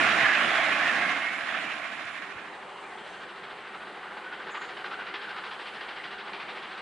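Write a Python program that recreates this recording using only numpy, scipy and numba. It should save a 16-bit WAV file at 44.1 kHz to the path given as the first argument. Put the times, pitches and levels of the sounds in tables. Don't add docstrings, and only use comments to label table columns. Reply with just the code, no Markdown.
import sys
import numpy as np
from scipy import signal
from scipy.fft import rfft, irfft, next_fast_len
from scipy.io import wavfile
from scipy.ndimage import uniform_filter1d
from numba import njit

SR = 44100
rng = np.random.default_rng(int(sys.argv[2]) if len(sys.argv) > 2 else 0)


def int16_out(signal):
    q = np.round(np.clip(np.atleast_2d(signal).T, -1, 1) * 32767)
    wavfile.write(sys.argv[1], SR, q.astype(np.int16))


N = 300321
T = np.arange(N) / SR
NEAR_S = 4.58


# time_s, roar_db, rumble_db
DEPARTURE_FADE = [(0, -19.5, -34), (.3, -21.5, -42.5), (.65, -23.5, -42.5), (.9, -23.5, -43.5),
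                  (1.1, -25.5, -45.5), (1.36, -32, -50.5), (1.6, -31, -47.5), (1.87, -34.5, -55.5),
                  (2.2, -36.5, -53), (2.6, -37.5, -58)]
# freq_hz, gain_db
ROLLING_EQ = [(300, -42), (500, -15.5), (690, -0.6), (950, -10.5), (1100, -4.5), (1700, 1), (2400, -2),
              (3300, -11.5), (3950, -16), (4400, -22), (7000, -30.5), (8500, -38.5), (10500, -42),
              (12000, -77)]
# pitch_hz, width_hz, gain_db
WHEEL_MODES = [(720, 25, -24), (860, 15, -5), (1070, 50, 11), (1550, 25, -17), (1686, 22, -21),
               (2430, 19, 4)]
def wheels(beat_hz=13.24, first_s=.027, steady_db=-4, beat_db=-9.5, beat_db_per_s=3):
    roar_db, _ = curve(DEPARTURE_FADE)
    t = np.arange(SR // 5) / SR - .02
    stroke = puff(t, length_s=.038, rise_s=.0027, fall_s=.038)
    beat_power = np.zeros(N)
    for start_s in np.arange(first_s, DEPARTURE_FADE[-1][0], 1 / beat_hz):
        add(beat_power, (undb(beat_db + beat_db_per_s * start_s) * stroke) ** 2, start_s + t[0])
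    force = undb(roar_db) * np.sqrt(undb(steady_db) ** 2 + beat_power)
    roughness = flickering_noise(flicker_db=.8, rate_hz=26)
    contact = reflections(roughness, share_db=-13.5, spread_s=.04) * undb(.5 * walk(260))
    return (colour(contact, ROLLING_EQ) + undb(-21.5) * ring(contact, WHEEL_MODES)) * force


# peak_s, length_s, pitch_hz, glide_hz_per_s, waver_hz, level_db
SQUEALS = [(0.078, .11, 1520, 1500, 70, -34), (0.28, 0.15, 1946, 0, 110, -28),
           (.3, .16, 1665, -1100, 55, -24.5), (0.373, 0.055, 2580, 2996, 59, -31),
           (.44, 0.056, 2970, 1204, 50, -33.5), (0.537, 0.23, 3420, 1.5, 80, -39.5),
           (0.542, 0.39, 700, 0, 80, -37.5), (0.88, 0.16, 1850, -900, 70, -32.5),
           (1.0, .14, 1620, 0, 60, -33.5), (1.1, .14, 2170, -500, 40, -32),
           (1.27, .16, 2180, 400, 40, -32.5), (1.26, .12, 1923, 1, 70, -36), (1.5, .14, 3410, 400, 80, -51),
           (1.68, 0.15, 2735, -1500, 170, -42.5)]
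def flanges(flutter_db=3):
    out = 0
    for peak_s, length_s, pitch_hz, glide_hz_per_s, waver_hz, level_db in SQUEALS:
        glide = glide_hz_per_s * np.clip(T - peak_s, -length_s, length_s)
        squeal = sine(pitch_hz + glide + waver_hz * walk(300)) * undb(flutter_db * walk(150))
        swell = np.exp(-np.minimum((2 * (T - peak_s) / length_s) ** 2, 50))
        out = out + unit(squeal) * swell * undb(level_db)
    return out


# freq_hz, gain_db
RUMBLE_EQ = [(25, -39), (60, -18), (110, -11.5), (170, -1.5), (240, 1.5), (300, 4), (400, -3), (550, -5.5),
             (1000, -30.5)]
def carriages():
    _, rumble_db = curve(DEPARTURE_FADE)
    return colour(rng.standard_normal((2, N)), RUMBLE_EQ) * undb(rumble_db + .95 * walk(18))


# pitch_hz, width_hz, gain_db
HIGH_WHINE_MODES = [(7150, 35, -1), (7400, 45, 0), (7492, 35, -2), (9320, 80, -3), (9470, 90, -3),
                    (9680, 80, -4), (10155, 50, -6)]
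def high_whine(start_db=-59, fall_db_per_s=4):
    whine = ring(rng.standard_normal(N), HIGH_WHINE_MODES)
    return whine * undb(start_db - fall_db_per_s * T + 1.2 * walk(14.5))


# freq_hz, side_minus_mid_db
DEPARTURE_WIDTH = [(60, -5), (150, -6), (270, -11.5), (410, -4.5), (680, -14), (1130, -7), (2400, -11),
                   (4600, 0), (6300, -3), (9000, -7)]
# freq_hz, left_minus_right_db
DEPARTURE_PAN = [(200, 1), (350, -0.5), (600, -3), (1050, -7), (1900, -5.5), (3200, -6), (4600, -1),
                 (5800, -3), (7400, 4.5), (10300, 0)]
def departing_train():
    mid, side = wheels() + carriages()
    train = stereo([mid + flanges() + high_whine(), equalise(side, DEPARTURE_WIDTH)], side_db=0)
    ear_share = np.array([[.5], [-.5]])
    return shape(train, lambda f: undb(across(DEPARTURE_PAN, f) * ear_share))


# start_s, level_db, pitch_hz, side_minus_mid_db
KNOCKS = [(0.005, -48, 105, -9), (0.135, -52, 105, -6), (0.218, -40, 150, -7), (0.81, -52, 135, -9),
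          (1.655, -51, 190, -14), (2.042, -51, 155, -6), (2.345, -59, 100, -9), (3.424, -54, 180, -26)]
def knocks():
    out, t = np.zeros((2, N)), np.arange(SR // 2) / SR - .03
    blow = puff(t, length_s=.03, rise_s=.006, fall_s=.012)
    for start_s, level_db, pitch_hz, side_db in KNOCKS:
        thud = stereo(noise_band(len(t), pitch_hz, half_width_hz=50), side_db) * blow * undb(level_db)
        for ear, channel in zip(out, thud):
            add(ear, channel, start_s + t[0])
    return out


# time_s, relative_level_db, brightness_db
FAR_EFFORT = [(2.38, -42.5, -3), (2.7, -44, -2), (3.05, -41, 1.5), (3.6, -41, -1), (3.9, -38.5, -7.5),
              (4.1, -40, -7)]
# start_s, relative_level_db, brightness_db, bark_0_to_1
NEAR_CHUFFS = [(4.17, -39.8, -4.5, 0.9), (4.243, -38.5, -3.4, 0.2), (4.316, -38.6, -3.0, 0.2),
               (4.392, -36.8, -4.6, 0.2), (4.469, -38.0, -4.0, 0.2), (4.543, -34.2, -5.0, 0.7),
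               (4.614, -34.5, -3.0, 0.2), (4.687, -37.0, -0.6, 0.2), (4.768, -35.1, -3.4, 0.2),
               (4.842, -33.2, -0.8, 0.9), (4.911, -35.4, -2.1, 0.8), (4.986, -35.4, -3.7, 0.2),
               (5.065, -35.3, 1.5, 0.5), (5.14, -33.0, 2.0, 0.9), (5.213, -35.9, 2.2, 0.2),
               (5.285, -35.6, -0.3, 0.2), (5.363, -34.6, 0.5, 0.8), (5.438, -35.6, 2.4, 0.2),
               (5.508, -37.6, 4.0, 0.2), (5.591, -36.6, 3.8, 0.2), (5.657, -36.5, 2.9, 0.2),
               (5.736, -37.3, 2.7, 0.2), (5.808, -35.0, 3.5, 0.8), (5.882, -37.8, 3.7, 0.2),
               (5.958, -36.6, 1.4, 0.2), (6.035, -35.5, 1.9, 0.2), (6.108, -38.1, 2.2, 0.2),
               (6.182, -38.3, 2.7, 0.2), (6.255, -36.9, -1.0, 0.2), (6.331, -36.6, 4.0, 0.5),
               (6.399, -36.8, 1.1, 0.2), (6.48, -36.9, 3.0, 0.2), (6.553, -36.8, 1.0, 0.2),
               (6.625, -37.4, 4.0, 0.2), (6.708, -38.5, 2.9, 0.2), (6.777, -38.5, 1.3, 0.9)]
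def chuffs(t, beat_hz=13.425, first_s=2.381, scatter_s=.002, scatter_db=.9, crack_db=5, crack_s=.008):
    time_s, effort_db, tint_db = np.transpose(FAR_EFFORT)
    far_chuffs = []
    for beat_s in np.arange(first_s, NEAR_CHUFFS[0][0] - .5 / beat_hz, 1 / beat_hz):
        start_s = beat_s + scatter_s * rng.standard_normal()
        level_db = np.interp(beat_s, time_s, effort_db) + scatter_db * rng.standard_normal()
        far_chuffs.append((start_s, level_db, np.interp(beat_s, time_s, tint_db), 0))
    for start_s, level_db, brightness_db, bark in far_chuffs + list(NEAR_CHUFFS):
        flow = puff(t, length_s=.044 - .014 * bark, rise_s=.005 * .2 ** bark, fall_s=.02)
        overshoot_db = bark * crack_db * np.exp(-abs(t) / crack_s)
        yield start_s, flow * undb(level_db + overshoot_db), brightness_db


# freq_hz, gain_db
BLAST_EQ = [(150, -35), (270, -23), (380, -2), (620, -11.5), (800, -1.5), (1450, 1.5), (2200, -2),
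            (3300, -6), (4700, -15.5), (5800, -29.5), (8000, -64)]
# freq_hz, side_minus_mid_db
ECHO_WIDTH = [(150, -2), (390, -25), (560, -11), (1400, -6.5), (2300, -5), (5000, -7)]
def exhaust(crackle_db=.33, near_echo_db=-8.5, drying_db_per_s=2.5, trim_db=-4):
    jets, t = np.zeros(N), np.arange(SR // 5) / SR - .02
    for start_s, flow, brightness_db in chuffs(t):
        tone = lambda f: undb(across(BLAST_EQ, f) + brightness_db * np.clip(np.log2((f + 1) / 1600), 0, 1))
        steam = unit(shape(rng.standard_normal(len(t)), tone))
        add(jets, steam * flow, start_s + t[0])
    jets *= undb(crackle_db * walk(420) + walk(75))
    front, side = slope_echo(jets, t60_s=.7, build_s=.04)
    echo = stereo([front, equalise(side, ECHO_WIDTH)], side_db=0)
    wet = undb(near_echo_db + drying_db_per_s * np.maximum(NEAR_S - T, 0))
    direct = reflections(jets, share_db=-11, spread_s=.02)
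    return undb(trim_db) * (direct + wet * echo) / np.sqrt(1 + wet ** 2)


# freq_hz, gain_db
WASH_EQ = [(200, -22), (330, -5), (500, -5.5), (630, -1.5), (780, -2.5), (1500, 1.5), (2100, -3.5),
           (3100, -9.5), (4500, -18.5), (5700, -32), (9000, -33.5), (11000, -36.5)]
# pitch_hz, width_hz, gain_db
DRONE_MODES = [(58, 32, -12), (208, 67, -0.5), (326, 71, -4.5), (390.7, 39, 0.5), (486, 32, -6.5),
               (752, 41, -4), (855, 34, -4.5)]
def approaching_train(wash_rise_db_per_s=2.5, drone_fall_db_per_s=.4):
    wash_db = -43.5 - wash_rise_db_per_s * np.maximum(NEAR_S - T, 0)
    drone_db = -51.5 - drone_fall_db_per_s * (T - NEAR_S)
    wash = stereo(colour(flickering_noise(flicker_db=1.2, rate_hz=9), WASH_EQ), side_db=-18)
    hum = ring(rng.standard_normal(N), DRONE_MODES)
    drone = colour(hum, [(30, -18), (60, -3.5), (800, 5), (1400, -17)])
    return wash * undb(wash_db) + drone * undb(drone_db + .33 * walk(12))


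# pitch_hz, width_hz, lift_db
HOLLOW_MODES = [(385, 54, 0.5), (744, 55, 3), (840, 50, 3), (1060, 55, 2.5), (1164, 50, 1.5),
                (1520, 120, 1), (1900, 80, 2), (2830, 80, 3), (3110, 120, 2.5), (3470, 120, 1.5),
                (3920, 100, 2.5)]
def hollow(pair):
    def lift(f):
        return sum((undb(db) - 1) * resonance(f, hz, width) for hz, width, db in HOLLOW_MODES)
    return shape(pair, lambda f: 1 + lift(f))


# time_s, pitch_hz, lift_db
WHINE_PATHS = [
    [(2.45, 4000, 4.5), (2.57, 3800, 4.5)],
    [(2.47, 1850, 6), (2.62, 1780, 6)],
    [(2.72, 3080, 4), (2.8, 2780, 6), (2.85, 2380, 6.5), (2.94, 1980, 3.5), (3.08, 1780, 4.5),
     (3.25, 1540, 4), (3.37, 1320, 6), (3.46, 1250, 2)],
    [(2.97, 3500, 4.5), (3.03, 3250, 4), (3.1, 2900, 4.5)],
    [(4.17, 1540, 3), (4.33, 1445, 7), (4.42, 1400, 2), (4.5, 1190, 1), (4.56, 1125, 5.5), (4.62, 1080, 1)],
    [(4.75, 1590, 4), (4.86, 1520, 4.5), (4.92, 1420, 7.5), (5.0, 1490, 8), (5.05, 1380, 3)],
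    [(5.05, 2550, 6), (5.13, 1850, 3), (5.18, 1720, 3), (5.24, 1680, 8), (5.31, 1560, 4), (5.4, 1100, 3)],
    [(5.92, 2100, 3), (5.98, 2020, 6), (6.09, 1990, 7), (6.14, 1600, 6), (6.22, 1540, 4)],
    [(6.33, 2420, 3), (6.46, 2330, 4.5), (6.6, 2250, 1.5)],
]
def whines(pair, waver_share=.028, breakup=.45):
    mid, out = pair.mean(axis=0), pair
    for path in WHINE_PATHS:
        path_hz, lift_db = curve(path)
        pitch_hz = path_hz * (1 + waver_share * walk(70))
        mean_hz = np.mean([point[1] for point in path])
        width_hz = 250 * (mean_hz / 1500) ** 1.5
        sounding = (T > path[0][0]) & (T < path[-1][0])
        gate = uniform_filter1d(sounding.astype(float), SR // 40)
        broken = np.clip(1 + breakup * walk(30), 0, 1.3)
        band = sweep(sweep(mid, pitch_hz, width_hz), pitch_hz, width_hz)
        out = out + (undb(lift_db) - 1) * gate * broken * band
    return out


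# time_s, centre_hz, level_db
SWISH_PATH = [(2.1, 1030, -55), (2.5, 1010, -48.5), (2.88, 850, -47.5), (3.1, 775, -48.5), (3.4, 670, -67),
              (4.2, 580, -100)]
def swish(width_hz=600.):
    centre_hz, level_db = curve(SWISH_PATH)
    rush = [unit(sweep(sweep(noise, centre_hz, width_hz), centre_hz, width_hz))
            for noise in rng.standard_normal((2, N))]
    return stereo(rush, side_db=-9.5) * undb(level_db)


def bird_trill(start_s=4.505, centre_hz=6740, swing_hz=240, warble_hz=37, gap_hz=680, level_db=-63):
    pitch_hz = centre_hz + swing_hz * np.sin(2 * np.pi * warble_hz * T) + 130 * walk(150)
    voices = sine(pitch_hz) + undb(-4) * sine(pitch_hz + gap_hz)
    breath = puff(T - start_s, length_s=.25, rise_s=.01, fall_s=.01)
    call = voices * breath * undb(level_db + 2.5 * walk(90))
    return call + undb(-6) * slope_echo(call, t60_s=.15, build_s=.005)


def rising_note(start_s=3.03, length_s=.27, start_hz=5750, glide_hz_per_s=4400, level_db=-71.5):
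    pitch_hz = start_hz + glide_hz_per_s * np.clip(T - start_s, 0, length_s) + 95 * walk(200)
    envelope = puff(T - start_s, length_s, rise_s=.01, fall_s=.01)
    note = sine(pitch_hz) * envelope * undb(level_db + 2.5 * walk(50))
    return note + undb(-8) * slope_echo(note, t60_s=.12, build_s=.005)


# time_s, level_db
INSECT_BOUTS = [(3.2, -78), (3.9, -70), (4.6, -82), (5.3, -73), (5.8, -71), (6.1, -75), (6.35, -72),
                (6.8, -72)]
def insect(pitch_hz=8170, stroke_hz=16):
    wings = .5 + .5 * np.cos(2 * np.pi * stroke_hz * T + 1.3 * walk(5))
    strokes = .3 + .7 * wings ** 2
    rasp = stereo(noise_band(N, pitch_hz, half_width_hz=300), side_db=-13)
    bout_db, = curve(INSECT_BOUTS)
    return rasp * strokes * undb(bout_db + 1.5 * walk(14))


def tick(start_s=2.054, decay_s=.002, level_db=-49):
    t = T - start_s
    snap = colour(rng.standard_normal(N), [(3000, -20), (5500, -2), (8500, -3), (11000, -18)])
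    return snap * (t >= 0) * np.exp(-abs(t) / decay_s) * undb(level_db)


# freq_hz, gain_db
AIR_EQ = [(20, -26), (60, 0), (120, -5), (400, -5), (2000, -1), (6000, -2), (8300, -6), (10500, -10),
          (12000, -30)]
# time_s, level_db
BREEZE = [(2.3, -74), (2.75, -67), (3.15, -67), (3.4, -73.5), (4.5, -73.5)]
def air(bed_db=-73):
    bed = stereo(colour(rng.standard_normal((2, N)), AIR_EQ), side_db=-.5) * undb(bed_db)
    leaves = colour(rng.standard_normal((2, N)), [(3000, -9), (6000, -6), (8500, -1.5), (10500, -17)])
    breeze_db, = curve(BREEZE)
    return bed + stereo(leaves, side_db=-3) * undb(breeze_db + 1.2 * walk(25.2))


def slope_echo(x, t60_s, build_s):
    t = np.arange(SR) / SR
    tails = rng.standard_normal((2, SR)) * undb(-60 * t / t60_s) * (1 - np.exp(-t / build_s))
    tails /= np.sqrt(np.sum(tails ** 2, axis=1, keepdims=True))
    return signal.fftconvolve(x[None], tails, axes=1)[:, :N]


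def reflections(x, share_db, spread_s, count=24):
    lateness, polarity = rng.random((count, 2)).T
    delay_s = .003 + spread_s * lateness
    taps = np.zeros(SR // 4)
    taps[0] = 1
    taps[(delay_s * SR).astype(int)] = np.sign(polarity - .5) * undb(share_db) / np.sqrt(count)
    taps /= np.sqrt(np.sum(taps ** 2))
    return signal.fftconvolve(np.atleast_2d(x), taps[None], axes=1)[:, :N]


def puff(t, length_s, rise_s, fall_s):
    return (1 + np.tanh(t / rise_s)) / 2 * np.exp(-np.maximum(t - .73 * length_s, 0) / fall_s)


def flickering_noise(flicker_db, rate_hz):
    size = next_fast_len(N, real=True)
    spectrum = rfft(rng.standard_normal((2, N)), size)
    freq_hz = np.arange(size // 2 + 1) * SR / size
    band_position = np.clip(2 * np.log2((freq_hz + 1) / 500), 0, 8)
    out = 0
    for k in range(9):
        band = irfft(spectrum * np.maximum(1 - abs(band_position - k), 0), size)[:, :N]
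        out = out + band * undb(flicker_db * walk(rate_hz))
    return out


def noise_band(samples, centre_hz, half_width_hz):
    noise = rng.standard_normal((2, samples))
    return unit(shape(noise, lambda f: 1 / (1 + ((f - centre_hz) / half_width_hz) ** 4)))


def walk(rate_hz):
    knots = rng.standard_normal(4096)
    return 1.556 * np.interp(T * rate_hz, np.arange(len(knots)), knots)


def sine(pitch_hz):
    return np.sin(2 * np.pi * np.cumsum(pitch_hz) / SR)


@njit
def sweep(x, centre_hz, width_hz):
    out, band_state, low_state = np.empty(len(x)), 0., 0.
    for i in range(len(x)):
        tuning, damping = np.tan(np.pi * centre_hz[i] / SR), width_hz / centre_hz[i]
        band = (band_state + tuning * (x[i] - low_state)) / (1 + tuning * (tuning + damping))
        band_state = 2 * band - band_state
        low_state += 2 * tuning * band
        out[i] = damping * band
    return out


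def resonance(f, pitch_hz, width_hz):
    return 1 / (1 + 1j * (f - pitch_hz ** 2 / (f + 1)) / width_hz)


def ring(x, modes):
    def gain(f):
        return sum(undb(db) / np.sqrt(width) * resonance(f, hz, width) for hz, width, db in modes)
    return unit(shape(x, gain))


def shape(x, gain):
    size = next_fast_len(x.shape[-1] + 1024, real=True)
    freq_hz = np.arange(size // 2 + 1) * SR / size
    return irfft(rfft(x, size) * gain(freq_hz), size)[..., :x.shape[-1]]


def across(eq, f):
    freq_hz, gain_db = np.transpose(eq)
    return np.interp(np.log(f + 1), np.log(freq_hz), gain_db)


def equalise(x, eq):
    return shape(x, lambda f: undb(across(eq, f)))


def colour(x, eq):
    return unit(equalise(x, eq))


def curve(rows):
    time_s, *columns = np.transpose(rows)
    return [np.interp(T, time_s, column) for column in columns]


def stereo(pair, side_db):
    return pair[0] + undb(side_db) * pair[1] * np.array([[1], [-1]])


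def add(out, x, start_s):
    first = max(int(start_s * SR), 0)
    count = max(min(len(x), N - first), 0)
    out[first:first + count] += x[:count]


def undb(db):
    return 10 ** (np.asarray(db) / 20)


def unit(x):
    return x / np.sqrt(np.mean(x ** 2) + 1e-20)


def scene(handover_s=2.27, blend_s=.31):
    turn = np.pi / 4 * (1 + np.tanh((T - handover_s) / blend_s))
    fade_out, fade_in = np.cos(turn), np.sin(turn)
    first_train = fade_out * departing_train()
    second_train = whines(hollow(fade_in * approaching_train() + exhaust()))
    railway = first_train + second_train + swish() + knocks()
    return railway + fade_in * insect() + bird_trill() + rising_note() + tick() + air()


def record(dry):
    top_hz = 10885
    return signal.sosfilt(signal.ellip(10, .2, 70, top_hz, fs=SR, output="sos"), dry)


dry = scene()
out = record(dry)
int16_out(out)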